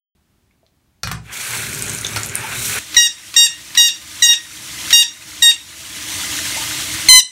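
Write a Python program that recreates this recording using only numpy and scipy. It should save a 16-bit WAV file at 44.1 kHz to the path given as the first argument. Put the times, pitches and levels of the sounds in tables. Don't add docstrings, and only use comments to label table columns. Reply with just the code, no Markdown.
import sys
import numpy as np
from scipy import signal
from scipy.fft import rfft, irfft, next_fast_len
from scipy.io import wavfile
from scipy.ndimage import uniform_filter1d, minimum_filter1d, map_coordinates

SR = 44100
rng = np.random.default_rng(int(sys.argv[2]) if len(sys.argv) > 2 else 0)


def wav_out(sig):
    wavfile.write(sys.argv[1], SR, np.round(np.clip(np.atleast_2d(sig).T, -1, 1) * 32767).astype(np.int16))


N = 322371

# start in seconds, length in seconds, pitch in Hz, initial pitch offset in Hz,
# level in dB, brightness 0-1, strength of the doubled period in dB, roughness of the ending 0-1,
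# level of the hoarse catch before it in dB.
SCREECH_CALLS = [(2.965, .101, 942.7, 10.5, 10, 0.14, -1, 0.4, -17.5),
                 (3.361, 0.1, 940.6, -12, 9.5, 0.2, 1, 0.15, -7.5),
                 (3.771, 0.11, 939, 15, 9.5, 0, 1.5, 0.46, -8.5),
                 (4.22, 0.11, 939.2, 18.5, 8.5, 0, 1.5, 0.6, -50),
                 (4.926, 0.097, 940.4, -7, 13, 0.47, 3.5, 0.67, -12),
                 (5.42, 0.087, 931.4, 9.5, 8.5, 0.8, 1, 0.8, -50),
                 (7.085, 0.11, 1012, 15, 28, 0.6, -0.5, 0.25, -31)]
# centre in Hz, width in Hz, boost in dB in a dull call, boost in dB in a bright call.
THROAT_RESONANCES = [(1900, 400, 1.5, 0), (2850, 400, 1, 2), (5690, 1700, 5.5, -0.5),
                     (8650, 370, -7.5, 7.5)]
VOICE_OVERTONES_DB = [-29, -6.5, -5.5, 3, -12, -3, -10.5, -6.5, -7, -15.5, -20.5, -20.5, -17, -15.5, -19,
                      -22.5]
SAG_S = 0.0436
SNAP_HZ, SNAP_S = 173, .0016
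ATTACK_S, RELEASE_S = 0.0027, 0.02
FADE_DB = -4
FALL_S, FALL_SHARE = 0.0122, 0.101
CATCH_LEAD_S = .021
PARROT_WET_DB, DRIER_PER_DB = -4.3, 0.33

# time in seconds, nominal splash level in dB, nominal hiss level in dB.
NEAR_FLOW = [(1.2, -66, -57), (1.305, -35, -48.5), (1.335, -35, -27.5), (1.55, -29.5, -24),
             (1.72, -33, -27.5), (2.0, -34, -31), (2.2, -33.5, -30.5), (2.31, -37.5, -37),
             (2.38, -26, -29.5), (2.56, -28.5, -26), (2.65, -35, -19.5), (2.79, -23, -22)]
# frequency in Hz, relative density in dB per Hz.
NEAR_SPECTRUM = [(210, -41), (350, -21), (410, -7), (590, -8), (864, -3.5), (1170, -2.5), (1500, 5.5),
                 (1880, -0.5), (2310, 4.5), (2930, -3), (4210, -5), (4860, -11), (5880, -6.5), (9160, -7),
                 (15400, -18)]
# frequency in Hz, relative density in dB per Hz.
NEAR_TUB_SPECTRUM = [(15, -53), (25, -49.5), (50, -9), (81, -10.5), (112, 2.5), (189, -11.5), (221, -8),
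                     (313, -16), (413, -7.5), (460, -20.5), (600, -18.5), (780, -36), (1320, -120)]
# frequency in Hz, relative density in dB per Hz.
FAR_SPECTRUM = [(210, -62.5), (350, -17), (451, -12), (639, -15.5), (703, -13), (1040, -3.5), (1170, -10),
                (1820, -2), (2060, -2), (2970, 0.5), (4150, 0.5), (4940, -2.5), (5690, 1), (9010, -2),
                (15400, -13.5)]
# frequency in Hz, relative density in dB per Hz.
FAR_TUB_SPECTRUM = [(15, -51), (25, -47), (63, 1), (114, 0.5), (161, -6.5), (224, -6.5), (253, -10),
                    (309, 2), (382, -17), (454, -20.5), (600, -16), (780, -28), (1320, -120)]
# centre in Hz, width in Hz, relative level in dB.
TUB_RESONANCES = [(324, 8.7, -22), (650, 27, -24), (1214, 19, -18.5), (2050, 70, -12)]
OPEN_S = (1.2, 1.25)
RUMBLE_LOW_DB, RUMBLE_DB = -51, -34.5
RUMBLE_BUILD_S = (1.26, 1.66)
TURN_S = 2.79
FAR_DB = -23.5
DIP_S, DIP_WIDTH_S, DIP_DB = 2.86, 0.094, 12

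# start in seconds, level in dB, relative thud in dB, relative metal ring in dB.
VALVE_KNOCKS = [(1.0335, -18, -8.5, 3), (1.073, -19.5, -3.5, -18.5), (1.1143, -14.5, -9, -32),
                (2.1613, -12.5, -19.5, -11), (2.170, -19.5, -17.5, 0.5)]
# frequency in Hz, relative level in dB, 60 dB decay time in seconds.
SPOUT_MODES = [(1356, -7, 0.1), (1660, -12, 0.062), (2450, -10, 0.07), (2850, -15, .08), (4300, 1, 0.018),
               (4590, -4, 0.0215), (5500, -3.5, 0.036), (5830, 1, 0.02)]
# frequency in Hz, relative level in dB, 60 dB decay time in seconds.
WALL_MODES = [(63, 6.5, 0.58), (109.4, 9.5, 0.49), (128.6, 4.5, 0.5), (162.8, 7.5, 0.4), (220, -6.5, 0.35)]
# start in seconds, peak of the direct sound in dB, frequency in Hz.
KNOB_TICKS = [(.51, -52, 2200), (.631, -48, 655), (.665, -43, 4000), (1.8231, -4, 8350),
              (1.8956, -8.5, 8100), (1.949, -9.5, 8400), (2.048, -10, 3480), (2.0674, -5.5, 6500),
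              (2.2334, -5, 7000), (2.3548, 2.5, 9030)]
GRIT_S = (1.72, 2.3)
# start in seconds, length in seconds, start in Hz, end in Hz, level in dB.
WATER_SQUEAKS = [(2.433, 0.031, 826, 935, -24.5), (6.493, 0.11, 1983, 2169, -28),
                 (6.556, 0.043, 495, 1102, -28)]
# frequency in Hz, relative density in dB per Hz.
HUSH_SPECTRUM = [(15, -42), (25, -16), (69, -1.5), (322, -13.5), (358, -14.5), (495, -25), (597, -21),
                 (802, -23), (3820, -29), (15400, -34.5)]
# frequency in Hz, 60 dB decay time in seconds.
TILE_DECAY = [(100, 0.66), (1000, 0.27), (4000, 0.23), (8000, 0.25), (15000, 0.051)]
TOP_HZ = 15750


def amp(db):
    return 10 ** (np.asarray(db) / 20)


def unit(x):
    return x / np.sqrt(np.mean(x ** 2) + 1e-20)


def along(points, hz):
    f, v = np.transpose(points)
    return np.interp(np.log(hz + 1), np.log(f + 1), v)


def clock(length):
    return np.arange(int(length * SR)) / SR


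def curves(rows):
    s, *cols = np.transpose(rows)
    return [np.interp(np.arange(N) / SR, s, c) for c in cols]


def wobble(rate, size=N):
    knots = rng.standard_normal(int(size * rate / SR) + 4)
    return map_coordinates(knots, [np.arange(size) * rate / SR])


def filtered(x, response):
    m = next_fast_len(len(x) + 8192)
    return irfft(rfft(x, m) * response(np.fft.rfftfreq(m, 1 / SR)), m)[:len(x)]


def coloured(x, spectrum):
    return unit(filtered(x, lambda hz: amp(along(spectrum, hz))))


def add(track, s, sound):
    part = track[round(s * SR):][:len(sound)]
    part += sound[:len(part)]


def ring(modes, t):
    return sum(amp(db + rng.normal(0, 1.5) - 60 * t / t60) * np.sin(2 * np.pi * hz * t)
               for hz, db, t60 in modes)


def room(x, wet_db):
    hz, t, z = signal.stft(rng.standard_normal(SR // 2), SR, nperseg=256)
    decay = amp(-60 * t / along(TILE_DECAY, hz)[:, None])
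    tail = signal.istft(z * decay, SR, nperseg=256)[1]
    tail *= np.arange(len(tail)) > .003 * SR
    response = amp(wet_db) * unit(tail) / np.sqrt(len(tail))
    response[0] = 1
    return signal.fftconvolve(x, response)


def screech(length, pitch_hz, sag_hz, bright, doubled_db, rough):
    t = clock(length + 0.024)
    collapse = np.clip((t - length) / FALL_S, 0, 2)
    hz = pitch_hz + sag_hz * np.exp(-t / SAG_S) + SNAP_HZ * np.exp(-t / SNAP_S) + 2 * wobble(40.6, len(t))
    jitter = (.0035 + .08 * rough * collapse) * wobble(1600, len(t))
    hz = hz * (1 - FALL_SHARE * collapse + jitter)
    phase = 2 * np.pi * np.cumsum(hz) / SR
    doubled = amp(doubled_db) * np.clip((t - .004) / 0.0058, 0, 1)
    voice = np.zeros(len(t))
    for order, db in enumerate(VOICE_OVERTONES_DB, 1):
        throat_db = sum((dull_db + bright * (bright_db - dull_db)) * np.exp(-((order * pitch_hz - f) / w) ** 2)
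                        for f, w, dull_db, bright_db in THROAT_RESONANCES)
        overtone = np.sin(order * phase - 0.305 * order ** 2) * (doubled if order % 2 else 1)
        overtone *= np.clip(t / 0.0052, 0, 1) ** (order / 2)
        voice += amp(db + throat_db + 2.1 * wobble(25.6, len(t))) * overtone
    rasp = coloured(rng.standard_normal(len(t)),
                    [(800, -6), (2000, -5), (3500, 4), (5000, 0), (8000, 9.5), (15000, -29)])
    voice = unit(voice) + rasp * (amp(-26) + amp(-6) * rough * collapse)
    swell = np.clip(t / ATTACK_S, 0, 1) * np.clip((length + 0.017 - t) / RELEASE_S, 0, 1)
    return voice * swell * amp(FADE_DB * t / length)


def parrot():
    out, t = np.zeros(N), clock(0.04)
    for s, length, pitch_hz, sag_hz, db, bright, doubled_db, rough, catch_db in SCREECH_CALLS:
        call = screech(length, pitch_hz, sag_hz, bright, doubled_db, rough)
        add(out, s, amp(db) * room(call, PARROT_WET_DB - DRIER_PER_DB * db))
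        puff = coloured(rng.standard_normal(len(t)),
                        [(400, -31.0), (1200, -3), (3000, 6.5), (4500, 3.5), (12000, -13.5)])
        age = t / 0.0021
        catch = puff * age * np.exp(1 - age)
        add(out, s - CATCH_LEAD_S, amp(catch_db) * room(catch, wet_db=-1.5))
    return out


def splashing(drop_hz, cycles, rate, drops_db, patchy_db):
    z = signal.stft(rng.standard_normal(N), nperseg=512)[2]
    field = uniform_filter1d(rng.standard_normal(z.shape), size=5, axis=0)
    field = uniform_filter1d(field, size=9, axis=1)
    spray = unit(signal.istft(z * amp(patchy_db * unit(field)), nperseg=512)[1][:N])
    when, pitch, size = rng.random((int(rate * N / SR), 3)).T[:, :, None]
    k = np.arange(256)
    turns = drop_hz * 2 ** (3 * (pitch - .5)) * k / SR
    strength = (1.01 - size) ** -.55
    drops = strength * np.exp(-turns / cycles) * np.sin(2 * np.pi * turns)
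    patter = np.bincount(((when * N).astype(int) + k).ravel(), drops.ravel(), N)[:N]
    return spray + amp(drops_db) * unit(patter)


def near_water(t):
    splash_db, hiss_db = curves(NEAR_FLOW)
    rumble_db = np.interp(t, RUMBLE_BUILD_S, [RUMBLE_LOW_DB, RUMBLE_DB])
    stream = coloured(splashing(drop_hz=4740, cycles=2.9, rate=1100, drops_db=-13, patchy_db=1.3),
                      NEAR_SPECTRUM)
    splash = filtered(stream, lambda hz: 1 / (1 + (hz / 3800) ** 4))
    hiss = stream - splash
    near = amp(splash_db - 0.36 + 1.3 * wobble(55)) * unit(splash)
    near += amp(hiss_db - 2.5 + 1.2 * wobble(120)) * unit(hiss)
    near += amp(rumble_db + 1.7 * wobble(20)) * coloured(rng.standard_normal(N), NEAR_TUB_SPECTRUM)
    return near * np.interp(t, OPEN_S, [0, 1])


def far_water(t):
    stream = coloured(splashing(drop_hz=3480, cycles=6, rate=2000, drops_db=-10, patchy_db=1.4), FAR_SPECTRUM)
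    far = stream * amp(.8 * wobble(35))
    far += amp(-14.0 + 0.38 * wobble(8.5)) * coloured(rng.standard_normal(N), FAR_TUB_SPECTRUM)
    drone = filtered(rng.standard_normal(N),
                     lambda hz: sum(amp(db) / np.sqrt(w) / (1 + ((hz - f) / w) ** 2)
                                    for f, w, db in TUB_RESONANCES))
    far += amp(-15.0) * unit(drone)
    return far * amp(FAR_DB - DIP_DB * np.exp(-((t - DIP_S) / DIP_WIDTH_S) ** 2))


def water():
    t = np.arange(N) / SR
    return np.where(t < TURN_S, near_water(t), far_water(t))


def valve():
    out, t = np.zeros(N), clock(.5)
    for s, db, thud_db, metal_db in VALVE_KNOCKS:
        crack = coloured(rng.standard_normal(len(t)),
                         [(200, -13.5), (1500, 2), (4000, -6.5), (8000, -11.0), (15000, -17)])
        crack *= amp(-60 * t / 0.032)
        metal = ring(SPOUT_MODES, t)
        metal = amp(metal_db + 9.5) * metal / np.abs(metal).max()
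        add(out, s, amp(db) * room(crack + metal, wet_db=-4.5))
        thud = ring(WALL_MODES, t) * (1 - np.exp(-t / 0.0081))
        add(out, s, amp(db + thud_db - 9.0) * thud)
    return out


def knobs(grit_db, count):
    out, t = np.zeros(N), clock(.03)
    grit = [(np.interp(when, [0, 1], GRIT_S), grit_db + 6 * size, 6000 * 2 ** pitch)
            for when, size, pitch in rng.random((count, 3))]
    for s, db, hz in [*KNOB_TICKS, *grit]:
        noise = filtered(rng.standard_normal(len(t)), lambda f: 1 / (1 + ((f - hz) / (0.27 * hz)) ** 2))
        snap = .5 * unit(noise) + np.sin(2 * np.pi * hz * t)
        snap *= np.exp(-t * hz / 7)
        add(out, s, amp(db) * room(snap / np.abs(snap).max(), wet_db=-6.5))
    return out


def squeaks():
    out = np.zeros(N)
    for s, length, start_hz, end_hz, db in WATER_SQUEAKS:
        t = clock(length)
        hz = np.linspace(start_hz, end_hz, len(t)) * (1 + 0.043 * wobble(175, len(t)))
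        tone = np.sin(np.pi * t / length) * np.sin(2 * np.pi * np.cumsum(hz) / SR)
        add(out, s, room(amp(db) * tone, wet_db=-7.5))
    return out


def hush():
    return amp(-62 + 0.7 * wobble(4.8)) * coloured(rng.standard_normal(N), HUSH_SPECTRUM)


def scene():
    return (parrot() + water() + valve() + knobs(grit_db=-19.5, count=36) + squeaks() + hush())[None]


def gain_control(x, limit_db, slope, release_db, window, hold, attack):
    power = np.abs(uniform_filter1d(x ** 2, int(window * SR) + 1))
    level_db = 10 * np.log10(power + 1e-12)
    half = int(hold * SR / 2)
    wanted_db = slope * np.minimum(limit_db - level_db, 0)
    held_db = minimum_filter1d(wanted_db, 2 * half + 1, origin=half)
    climb = release_db * np.arange(N) / SR
    gain_db = np.minimum.accumulate(held_db - climb) + climb
    keep = np.exp(-1 / (attack * SR))
    return x * amp(signal.lfilter([1 - keep], [1, -keep], gain_db))


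def record(dry):
    x = dry[0] * (np.arange(N) > .15 * SR)
    x = gain_control(x, limit_db=-13.0, slope=0.7, release_db=28.5, window=0.0029, hold=0.1, attack=.0012)
    top = np.where(x > 0, 1.12, .95)
    x = x / (1 + np.abs(x / top) ** 8) ** (1 / 8)
    return filtered(x, lambda hz: hz < TOP_HZ)[None]


dry = scene()
out = record(dry)
wav_out(out)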